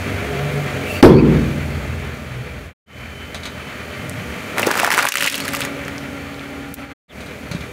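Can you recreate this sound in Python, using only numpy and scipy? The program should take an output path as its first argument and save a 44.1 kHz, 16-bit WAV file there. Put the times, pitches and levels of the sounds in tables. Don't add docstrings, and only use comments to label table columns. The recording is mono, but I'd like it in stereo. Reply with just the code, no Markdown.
import sys
import numpy as np
from scipy import signal
from scipy.fft import rfft, irfft, next_fast_len
from scipy.io import wavfile
from scipy.ndimage import map_coordinates

SR = 44100
rng = np.random.default_rng(int(sys.argv[2]) if len(sys.argv) > 2 else 0)


def store_wav(level_fs):
    pcm = np.round(np.clip(np.atleast_2d(level_fs), -1, 1) * 32767)
    wavfile.write(sys.argv[1], SR, pcm.T.astype(np.int16))


N = 340452
TIME = np.arange(N) / SR

BURST_S = 1.0275
# pitch_hz, level_db, t60_s
CAVITY_MODES = [(60.8, -12, 2.8), (144, -8.5, 3.3), (159, -2, 1.4), (198, -8, 1.9), (230, -6.5, 2.28),
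                (267, -13, 1.7), (314, -8.5, 1.4), (372.6, -1, .85), (386, -5, .95), (447.5, -1.5, .78),
                (476, -6, .8), (517, -13.5, 1.3), (916, -12.5, 0.66), (1016, -13.5, .55)]
# centre_hz, blast_db, blast_t60_s, tail_db, tail_t60_s
BLAST_BANDS = [(35, -36.5, 0.27, -41.5, 1.0), (70, -8, 0.36, -34, 1.1), (143.5, -5.5, 0.18, -9, 1.2),
               (292, 8, 0.17, -6, 1.14), (446, 3.5, 0.13, -17, 0.57), (990, -2.5, 0.12, -22, 0.95),
               (1805, -7.5, 0.066, -28.5, 0.8), (3596, -22, 0.14, -30, 0.6), (9200, -19.5, 0.17, -53, .3)]


def burst(shock_db=2, shock_s=.003, tear_db=2, tear_hz=3300, shreds_db=-19, cavity_db=-7, echo_s=.31):
    age = TIME - BURST_S
    since = np.maximum(age, 0)
    noises = air(), air()
    shock = from_db(shock_db) * (1 - 2 * age / shock_s) * (age >= 0) * (age < shock_s)
    tear = from_db(tear_db) * dying(age, t60=.036) * unit_rms(band(noises[0], tear_hz / 1.7, tear_hz * 1.08))
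    flapping = from_db(shreds_db + 4 * drift(300)) * dying(age, t60=.16)
    out = shock + tear + flapping * unit_rms(band(noises[1], tear_hz / 2, tear_hz * 1.3))
    echo = 1 + from_db(-3) * swell_at(BURST_S + echo_s, .1)
    blast_rise, tail_rise = 1 - dying(since, .007), 1 - dying(since, .02)
    for k, (hz, blast_db, blast_t60, tail_db, tail_t60) in enumerate(BLAST_BANDS):
        blast = from_db(blast_db) * dying(age, blast_t60) * blast_rise
        tail = from_db(tail_db) * dying(age, tail_t60) * tail_rise * echo
        noise = band(band(noises[k % 2], hz / 1.38, hz * 1.544), hz / 1.6, hz * 1.52)
        out += (blast + tail) * unit_rms(noise)
    for hz, db, t60 in CAVITY_MODES:
        build = 1 - dying(since, 5 / hz)
        mode = np.sin(2 * np.pi * (hz * age + rng.random()))
        out += from_db(cavity_db + db) * build * dying(age, t60) * echo * mode
    return out


# start_s, length_s, top_pitch_hz, whistle_db, rubbing_db
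TOY_SQUEAKS = [(0.843, 0.17, 2730, -28.5, -34.5), (0.899, 0.14, 4540, -40.5, -50.5),
               (1.086, 0.071, 3430, -30.5, -56), (1.139, 0.075, 4500, -29.5, -58),
               (1.157, 0.062, 2370, -21.5, -52)]


def leak(sag_hz=170, waver_hz=130, hoarse=.85, stutter_db=2):
    out, rubbing = np.zeros((2, N)), 0
    waver = drift(900) + .4 * drift(70)
    rasp = 1 + hoarse * np.array([drift(340), drift(270)])
    stutter = drift(60)
    for start, length, top_hz, db, rubbing_db in TOY_SQUEAKS:
        arch = np.maximum(1 - (2 * (TIME - start) / length - 1) ** 2, 0)
        hz = top_hz - sag_hz * (1 - arch) + waver_hz * waver
        out += arch * from_db(db + stutter_db * stutter) * rasp * np.sin(2 * np.pi * np.cumsum(hz) / SR)
        rubbing += arch * from_db(rubbing_db)
    return out + rubbing * band(rng.standard_normal((2, N)), 3000, 16000)


# start_s, ring_db, ring_hz, crack_db, crack_hz
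BUCKLES = [(4.582, -12, 1580, -20, 5400), (4.595, -14, 1460, -18, 10500), (4.6198, -34, 1700, -23, 7000),
           (4.63, -9.5, 1770, -26.5, 5500), (4.6679, -11, 480, -16.5, 6500), (4.7049, -12, 1390, -43, 5000),
           (4.7132, -15.5, 1200, -17.5, 5500), (4.742, -20, 2010, -28, 5000),
           (4.754, -14.5, 1100, -24.5, 5300), (4.771, -18, 1200, -23, 6500),
           (4.776, -14.5, 1500, -20, 5200), (4.7876, -18, 1550, -24, 5000),
           (4.7933, -14.5, 2200, -26, 5700), (4.798, -11.5, 2170, -17, 9800),
           (4.831, -10.5, 900, -22, 5500), (4.8458, -9.5, 1350, -16, 5700), (4.865, -19, 2100, -24, 6000),
           (4.875, -11.5, 1010, -26, 5200), (4.904, -10.5, 1430, -18, 5200), (4.9158, -14, 2180, -20, 5200),
           (4.922, -13, 1900, -17, 7260), (4.9283, -15.5, 1400, -19, 5900), (4.939, -10.5, 2150, -21, 7760),
           (4.9457, -16, 1870, -19.5, 7700), (4.961, -27, 1900, -35, 6000), (4.9724, -21, 2000, -22, 8800),
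           (4.978, -8, 1390, -24, 5900), (4.9833, -18, 1640, -21, 7400), (4.989, -7, 1860, -17.5, 6400),
           (4.994, -10.5, 1100, -27, 6400), (4.9986, -19, 1740, -31, 5200), (5.0033, -18, 2900, -34, 5500),
           (5.007, -21, 1830, -26, 5530), (5.0258, -18, 1400, -18, 5000), (5.03, -17, 1350, -28, 5000),
           (5.043, -19, 1700, -35, 5500), (5.0523, -10.5, 1320, -19.5, 11000),
           (5.067, -16.5, 2180, -26, 10000), (5.072, -12, 1620, -26, 5000), (5.087, -20, 1870, -13.5, 6470),
           (5.121, -15, 2090, -20, 6400), (5.1402, -19, 1950, -23, 5000), (5.155, -12, 1950, -17.5, 7440),
           (5.171, -15, 2500, -19, 6000), (5.184, -20, 2500, -29, 7000), (5.207, -15, 2550, -23, 7900),
           (5.2103, -16, 2750, -22, 7900), (5.224, -11, 1910, -19, 9100), (5.2332, -24, 2600, -20, 5000),
           (5.2431, -18, 2100, -20, 7600), (5.262, -16, 2800, -18, 8300), (5.2726, -12.5, 2500, -26, 7700),
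           (5.2758, -10, 2380, -22, 8000), (5.2818, -23, 2500, -23, 5000), (5.2987, -24, 3300, -20.5, 5190),
           (5.314, -24, 2700, -29, 8000), (5.3245, -23, 3300, -25, 8000), (5.343, -17.5, 2930, -23, 4800),
           (5.3537, -21, 2700, -19.5, 5000), (5.3784, -25, 1950, -24, 6500),
           (5.4025, -18, 4300, -23.5, 5500), (5.452, -25, 1810, -25, 4800), (5.4798, -17, 2000, -22, 5030),
           (5.4875, -21, 2200, -26, 7000), (5.5343, -19, 1590, -22.5, 5300), (5.543, -19, 1700, -38, 5000),
           (5.549, -20.5, 2100, -21, 12500), (5.5675, -26, 1467, -26, 4800),
           (5.606, -18.5, 2140, -21.5, 9000), (5.6172, -17.5, 3300, -30, 5200),
           (5.621, -20, 2200, -31, 6000), (5.6504, -22.5, 1740, -24, 6700),
           (5.8807, -23, 1920, -32.5, 4984)]
# start_s, end_s, level_db
TRAY_CRUNCHES = [(4.56, 5.047, -23.5), (5.17, 5.255, -23.5), (5.31, 5.64, -31)]
# time_s, pitch_hz
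PANEL_PITCH = [(4.7, 990), (5.25, 2550)]


def tray(small_snaps_per_s=11, small_crack_hz=7000, lag_s=.00011):
    out = np.zeros((2, N))
    panel_hz, = in_time(PANEL_PITCH)
    for start, *buckle in BUCKLES:
        add(out, start, snap(start, *buckle))
    for start, end, db in TRAY_CRUNCHES:
        for slot in np.arange(start, end, 1 / small_snaps_per_s):
            s = slot + rng.random() / small_snaps_per_s
            ring_db, crack_db = db + np.array([-3.5, -7]) + 2 * rng.standard_normal(2)
            ring_detune, crack_detune = 2 ** rng.uniform(-.61, .45, 2)
            ring_hz = 1.2 * panel_hz[int(s * SR)] * ring_detune
            add(out, s, snap(s, ring_db, ring_hz, crack_db, small_crack_hz * crack_detune))
    out += creases(panel_hz)
    return np.array([np.interp(TIME - lag_s, TIME, out[0]), out[1]])


def snap(start, ring_db, hz, crack_db, crack_hz, ring_cycles=10.5, stiffest_hz=4500, flutter_db=-14.5):
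    age = TIME[:SR // 16]
    drive, splinters = rng.standard_normal((2, 2, len(age)))
    kick = (age == 0) + .08 * drive * dying(age, .02)
    pitches = hz * 2 ** (np.linspace(-.55, .45, num=3) + rng.normal(0, .12, 3))
    pitches /= (1 + (pitches / stiffest_hz) ** 4) ** .25
    panels = sum((-1) ** k * ring(kick * rng.uniform(.5, 1.5, (2, 1)), pitch, ring_cycles / pitch)
                 for k, pitch in enumerate(pitches))
    panels = band(panels, hz / 1.23, hz * 3)
    spike = (age == 0) + .2 * splinters * dying(age, .026)
    crack = band(spike + .3 * ring(spike, crack_hz, 6 / crack_hz), 3700, 15500) * from_db([[-1], [1]])
    flutter = band(rng.standard_normal(drive.shape), hz, min(hz * 2.3, stiffest_hz))
    flutter = band(flutter, hz / 2, 15000) * dying(age, t60=.09)
    flex = band(band(drive, 200, 638.4), 210, 840) * dying(age, t60=.018)
    flex_db = -7 - 24 * (start - TRAY_CRUNCHES[0][0])
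    parts = (ring_db, panels), (crack_db, crack), (ring_db + flutter_db, flutter), (ring_db + flex_db, flex)
    return sum(from_db(db) * x / np.std(x[:, :SR // 200]) for db, x in parts)


def creases(panel_hz, per_s=1000, ring_cycles=13, scatter_octaves=.81, width_octaves=.67, bright_db=-16):
    out = np.zeros((2, N))
    level_db = crunch_level() - 2 + 2 * drift(35)
    at = np.flatnonzero((rng.random(N) < per_s / SR) & (TIME > TRAY_CRUNCHES[0][0]))
    size_db = .5 * np.minimum(rng.exponential(1, len(at)), 3.5)
    sizes = unit_rms(from_db(size_db)) * from_db(level_db[at])
    own_hz = panel_hz[at] * 2 ** rng.normal(0, scatter_octaves, len(at))
    for hz in np.geomspace(350, 14000, num=20):
        share = np.exp(-.5 * (np.log2(hz / own_hz) / width_octaves) ** 2)
        share += from_db(bright_db) * (hz > own_hz)
        clicks = np.zeros((2, N))
        clicks[:, at] = sizes * share * (rng.normal(0, .91, len(at)) + rng.normal(0, .98, (2, len(at))))
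        out += band(ring(clicks, hz, ring_cycles / hz), hz / 1.066, hz * 4.1) * np.sqrt(hz / per_s)
    return out


def crunch_level(attack_s=.012, release_t60=.16, growth_db_per_s=.5):
    gain = 0
    for start, end, db in TRAY_CRUNCHES:
        growth_db = growth_db_per_s * (np.clip(TIME, start, end) - (start + end) / 2)
        attack = np.clip((TIME - start) / attack_s, 0, 1)
        gain += from_db(db + growth_db) * attack * dying(np.maximum(TIME - end, 0), release_t60)
    return 20 * np.log10(gain + 1e-9)


# time_s, firing_hz
FIRING_RATE = [(0, 48.3), (.6, 48.14), (.75, 44.67), (1, 47.1), (1.5, 41.77), (2, 40.57), (3.5, 40.71),
               (3.75, 38.38), (4.3, 48.92), (4.6, 51.58), (5.9, 40.85), (6.3, 43.33), (6.7, 37.86),
               (7.72, 39.76)]
# time_s, level_db
CLOSENESS = [(0, -27.5), (.85, -27.5), (1.3, -28), (2.64, -36.5), (3.0, -37), (4.53, -29), (5.7, -31),
             (6.85, -36.5), (7.72, -36)]
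# drone_db, hiss_db
PASS_BALANCE = [(-1, -11.5), (-2.5, -11), (0.5, -9.5)]
# frequency_hz, density_db
DRONE_COLOUR = [(95, -6), (140, -5), (195, -5), (270, -5), (335, -10.5), (410, -9.5), (520, -12), (600, -7),
                (670, -11.5), (730, -10), (900, -15.5), (1200, -45.5)]
WHIRR_COLOUR = [(440, -11.5), (750, -5), (1020, -2.5), (1170, -1), (1310, 1), (2310, -3), (2830, -7.5),
                (3060, -5.5), (3260, -7), (4510, -21), (4800, -26), (6240, -29), (10600, -120)]
HISS_COLOUR = [(3200, -8), (4000, -5), (5000, -8), (6500, -7), (8200, -10.5), (12300, -12), (15500, -12.5)]
# centre_hz, width_hz, level_db
BODY_HOLLOWS = [(230, 33, -12), (410.4, 35, -10.5), (490.7, 24, -10), (603.7, 50, -8)]
# centre_hz, width_hz, level_db
BAY_RESONANCES = [(1190, 59, -12), (1360, 190, -11), (2120, 130, -14), (2344, 170, -9.5), (2638, 130, -16),
                  (4420, 230, -22), (6760, 1300, -28.5)]


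def engine(throb=.3, tick=.051, knock_db=-5, unsteady=.00892, lag_s=.00045, pan_db=.64):
    firing_hz, = in_time(FIRING_RATE)
    firings = np.cumsum(firing_hz * (1 + unsteady * drift(9))) / SR
    pulse = np.cos(2 * np.pi * firings)
    notes = exhaust(firings)
    hollows = sum(from_db(db + 1.8 * drift(6)) * resonance(rng.standard_normal(N), hz, width)
                  for hz, width, db in BODY_HOLLOWS)
    kicks = np.diff(np.floor(firings), prepend=0) * (1 + .32 * drift(45))
    rattle = (air(DRONE_COLOUR) * dying(TIME, t60=.088))[:, :SR // 8]
    knock = from_db(knock_db) * unit_rms(signal.fftconvolve(kicks[None], rattle, axes=1)[:, :N])
    near_db, = in_time(CLOSENESS)
    which_pass = sum(TIME > start for start, *_ in PASS_FADES[1:])
    drone_db, hiss_db = np.array(PASS_BALANCE)[which_pass].T
    drone = from_db(near_db + drone_db) * (air(DRONE_COLOUR) * (1 + throb * pulse) + knock + hollows)
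    white = air()
    bay = sum(from_db(db + 2 * drift(6.8)) * resonance(white, hz, width)
              for hz, width, db in BAY_RESONANCES)
    whirr = from_db(near_db + .3 + 1.45 * drift(25)) * (air(WHIRR_COLOUR) + bay)
    hiss = from_db(near_db + hiss_db) * air(HISS_COLOUR)
    left, right = notes + drone + (whirr + hiss) * (1 + tick * pulse)
    return np.array([left * from_db(pan_db), np.interp(TIME - lag_s, TIME, right) * from_db(-pan_db)])


# time_s, level_db
EXHAUST_LEVEL = [(0, -28.5), (.7, -36), (1.9, -35), (2.64, -40), (4.5, -46), (5.0, -49), (5.5, -45.5),
                 (7.72, -44)]
# low_db, middle_db, high_db
NOTE_BALANCE = (-4.5, -0.5, -9.5)
# centre_s, half_width_s, low_lift_db, middle_lift_db, high_lift_db
EXHAUST_BOOMS = [(.53, 0.25, 0, -4, 17), (1.598, 0.99, 2, 7, 9.4), (2.42, 0.11, 6, -8.5, 12),
                 (4.05, 0.18, -8, 8, 9.4), (4.29, 0.077, 15, 1, 2), (7.63, 0.084, 13.5, 10.5, 3.7)]


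def exhaust(firings, wobble=.55):
    lifts_db = sum(np.outer(lift_db, swell_at(s, width)) for s, width, *lift_db in EXHAUST_BOOMS)
    levels_db = in_time(EXHAUST_LEVEL)[0] + np.array(NOTE_BALANCE)[:, None] + lifts_db
    out = 0
    for ratio, db in zip((1.5, 2, 3), levels_db):
        note = np.sqrt(2) * np.sin(2 * np.pi * (ratio * firings + rng.random() + .1 * drift(14)))
        out += from_db(db) * note * (1 + wobble * drift(22))
    return out


# starting_pitch_hz, level_db
LOAD_TONES = [(402, -30.5), (585, -37), (690, -36)]


def labour(build_s=.43, rise_share_per_s=.075):
    load = np.interp(TIME, (0, build_s, BURST_S, BURST_S + .1), (.41, .98, .42, .029))
    clock = np.cumsum(1 + rise_share_per_s * TIME + .01 * drift(25)) / SR
    out = 0
    for hz, db in LOAD_TONES:
        gain = from_db(db) * (1 + .5 * drift(30))
        out += gain * np.sin(2 * np.pi * (hz * clock + .22 * drift(18)))
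    return load * out


# frequency_hz, density_db
RUMBLE_COLOUR = [(70, -16), (120, 0), (170, -4), (225, -7), (300, -13)]


def rumble(centre_s=4.14, half_width_s=.16, level_db=-31):
    return from_db(level_db) * swell_at(centre_s, half_width_s) * air(RUMBLE_COLOUR)


# start_s, clank_db, thud_db
BODY_CLUNKS = [(3.345, -20, -33), (3.359, -31, -24), (3.433, -25.5, -40), (3.455, -19.5, -28),
               (7.205, -30.5, -46), (7.262, -31, -46), (7.5136, -20.5, -13), (7.548, -30, -9.5),
               (7.607, -28, -20)]
# pitch_hz, level_db, t60_s
METAL_MODES = [(630, -7, .05), (2280, -2, .014), (3500, 1, 0.0098), (3810, 5.5, 0.014), (4370, -10, .009),
               (6070, 1, .005), (7900, -10, .0056)]


def underbody(rattle_t60=.14, rasp_db=2, tick_db=-6, thud_hz=165):
    out, age = np.zeros((2, N)), TIME[:SR // 4]
    for start, clank_db, thud_db in BODY_CLUNKS:
        rattle = rng.standard_normal((2, len(age))) * dying(age, rattle_t60)
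        metal = sum(from_db(rng.normal(db, 2)) * ring(rattle, hz * rng.normal(1, .008), t60)
                    for hz, db, t60 in METAL_MODES)
        rasp = band(rattle, 250, 3440)
        tick = band(rng.standard_normal(rattle.shape), 3600, 11400) * dying(age, t60=.05)
        clank = unit_peak(metal) + from_db(rasp_db) * unit_peak(rasp) + from_db(tick_db) * unit_peak(tick)
        thud = band(ring(age == 0, thud_hz, t60=.04), 88, 900)
        add(out, start, from_db(clank_db) * clank + from_db(thud_db) * thud)
    return out


# start_s, level_db, pitch_hz
GRAINS = [(4.096, -15.5, 9200), (5.851, -26, 6040), (5.981, -18.5, 5200), (6.344, -28, 3810),
          (6.395, -24, 3334), (6.741, -11.5, 13500)]


def grit(lift_db=2, ring_cycles=9, scratch_db=-9, scratch_t60=.037):
    out, age = np.zeros((2, N)), TIME[:SR // 20]
    for start, db, hz in GRAINS:
        tick = band(ring(age == 0, hz, ring_cycles / hz), hz / 1.8, hz * 1.7)
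        scratch = band(rng.standard_normal((2, len(age))) * dying(age, scratch_t60), hz / 5, hz * 1.3)
        grain = unit_peak(tick) + from_db(scratch_db) * unit_peak(scratch)
        add(out, start, from_db(db + lift_db) * grain)
    return out


# pitch_hz, level_db, change_db_per_s, waver_db
FAN_HUM = [(140, -5, 0.5, 1.5), (245.4, -4.5, 0, 0.5), (280.5, 4.2, -0.6, 1.2), (490, -7, -3, 0.5),
           (564, 5.5, -8.5, 3), (802, -15.5, 4.5, -1), (1394, -10.5, 0.5, 0.5)]


def fan_and_belt(fan_on_s=4.84, fade_in_s=.25, fan_db=-39.5, belt_on_s=2.8, belt_db=-48, belt_hz=3047):
    fan_age, belt_age = np.maximum(TIME - fan_on_s, 0), TIME - belt_on_s
    running = np.minimum(fan_age / fade_in_s, 1) * (TIME < PASS_FADES[2][0])
    clock = TIME + np.cumsum(.0029 * drift(9)) / SR
    hum = sum(from_db(db + db_per_s * fan_age + waver_db * drift(7)) * np.sin(2 * np.pi * hz * clock)
              for hz, db, db_per_s, waver_db in FAN_HUM)
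    whine_db = belt_db - 2.5 * belt_age + 4 * swell_at(3.25, .09) + 1.5 * drift(30)
    whine = (belt_age > 0) * from_db(whine_db) * np.sin(2 * np.pi * belt_hz * clock)
    return np.sqrt(2) * (from_db(fan_db) * running * hum + whine)


def chirp(start_s=7.085, length_s=.051, top_hz=3850, fall_hz_per_s=23000, blur_hz=220, level_db=-33):
    age = np.clip(TIME - start_s, 0, length_s)
    turns = np.cumsum(top_hz - fall_hz_per_s * age + blur_hz * drift(500)) / SR
    envelope = np.sin(np.pi * age / length_s) * dying(age, t60=.7)
    return from_db(level_db) * envelope * np.sin(2 * np.pi * turns)


def yard(x, wet_db=-14, t60=.22):
    tail = band(rng.standard_normal((2, SR // 3)), 170, 9000) * dying(TIME[:SR // 3] - .003, t60)
    tail /= np.sqrt(np.sum(tail ** 2) / 2)
    return x + from_db(wet_db) * signal.fftconvolve(x, tail, axes=1)[:, :N]


# centre_s, half_width_s, depth_db
LEVEL_DIPS = [(1.02, 0.0055, -14.5), (1.2, 0.094, -7.5), (4.9, 0.13, -5), (5.105, 0.033, -14),
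              (5.16, 0.064, -11.5), (5.293, .027, -14), (5.35, .06, -3.5), (6.755, 0.017, -14),
              (6.88, .035, -5)]


def dips():
    return from_db(sum(db * swell_at(s, width) for s, width, db in LEVEL_DIPS))


# frequency_hz, correlation
STEREO_LIKENESS = [(50, 0.96), (130, 1), (260, 0.99), (500, 0.71), (1000, 0.44), (2000, 0.49), (4000, 0.13),
                   (14000, 0.065)]


def air(colour=None):
    size = next_fast_len(N)
    hz = np.fft.rfftfreq(size, 1 / SR)
    mid, side = rfft(rng.standard_normal((2, size)))
    alike = at_hz(STEREO_LIKENESS, hz)
    spectrum = np.sqrt(1 + alike) * mid + np.sqrt(1 - alike) * side * [[1], [-1]]
    if colour is not None:
        roll_off = np.sqrt((1 + (colour[0][0] / (hz + 1)) ** 8) * (1 + (hz / colour[-1][0]) ** 8))
        spectrum *= from_db(at_hz(colour, hz)) / roll_off
    return unit_rms(irfft(spectrum, size)[:, :N])


def from_db(db):
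    return 10 ** (np.asarray(db) / 20)


def unit_rms(x):
    return x / np.sqrt(np.mean(x ** 2) + 1e-20)


def unit_peak(x):
    return x / np.abs(x).max()


def in_time(rows):
    times, *columns = np.transpose(rows)
    return [np.interp(TIME, times, column) for column in columns]


def at_hz(points, hz):
    frequencies, values = np.transpose(points)
    return np.interp(np.log(np.maximum(hz, 1)), np.log(frequencies), values)


def drift(per_s):
    knots = rng.standard_normal(4000)
    return map_coordinates(knots, [TIME[::20] * per_s], order=3, mode="wrap").repeat(20)[:N]


def swell_at(centre_s, half_width_s):
    return np.exp(-((TIME - centre_s) / half_width_s) ** 2)


def dying(age, t60):
    return (age >= 0) * np.exp(-np.log(1000) * np.maximum(age, 0) / t60)


def band(x, low_hz, high_hz):
    edges_hz = [max(low_hz, 10), min(high_hz, .45 * SR)]
    return signal.sosfilt(signal.butter(2, edges_hz, "band", fs=SR, output="sos"), x + 1e-18)


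def resonance(noise, hz, width_hz):
    return unit_rms(band(noise, hz - width_hz / 2, hz + width_hz / 2))


def ring(drive, hz, t60):
    radius, angle = from_db(-60 / (t60 * SR)), 2 * np.pi * min(hz, .45 * SR) / SR
    return signal.lfilter([np.sin(angle), 0], [1, -2 * radius * np.cos(angle), radius ** 2], drive + 1e-18)


def add(out, start_s, sound):
    at = int(start_s * SR)
    out[:, at:at + sound.shape[-1]] += sound[..., :N - at]


def scene():
    car_and_squeaks = (engine() + labour() + rumble() + fan_and_belt() + leak()) * dips()
    return burst() + yard(tray() + grit() + underbody()) + car_and_squeaks + chirp()


# start_s, end_s, fade_in_s, fade_out_s
PASS_FADES = [(-.1, 2.735, .05, .08), (2.86, 6.935, .14, .02), (7.08, 7.8, .1, .02)]


def record(dry, knee=11, cutoff_hz=15650):
    clipped = dry / (1 + np.abs(dry) ** knee) ** (1 / knee)
    fades = sum(np.clip((TIME - start) / rise, 0, 1) * np.clip((end - TIME) / fall, 0, 1)
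                for start, end, rise, fall in PASS_FADES)
    return signal.sosfilt(signal.ellip(10, .1, 70, cutoff_hz, fs=SR, output="sos"), clipped * fades)


dry = scene()
out = record(dry)
store_wav(out)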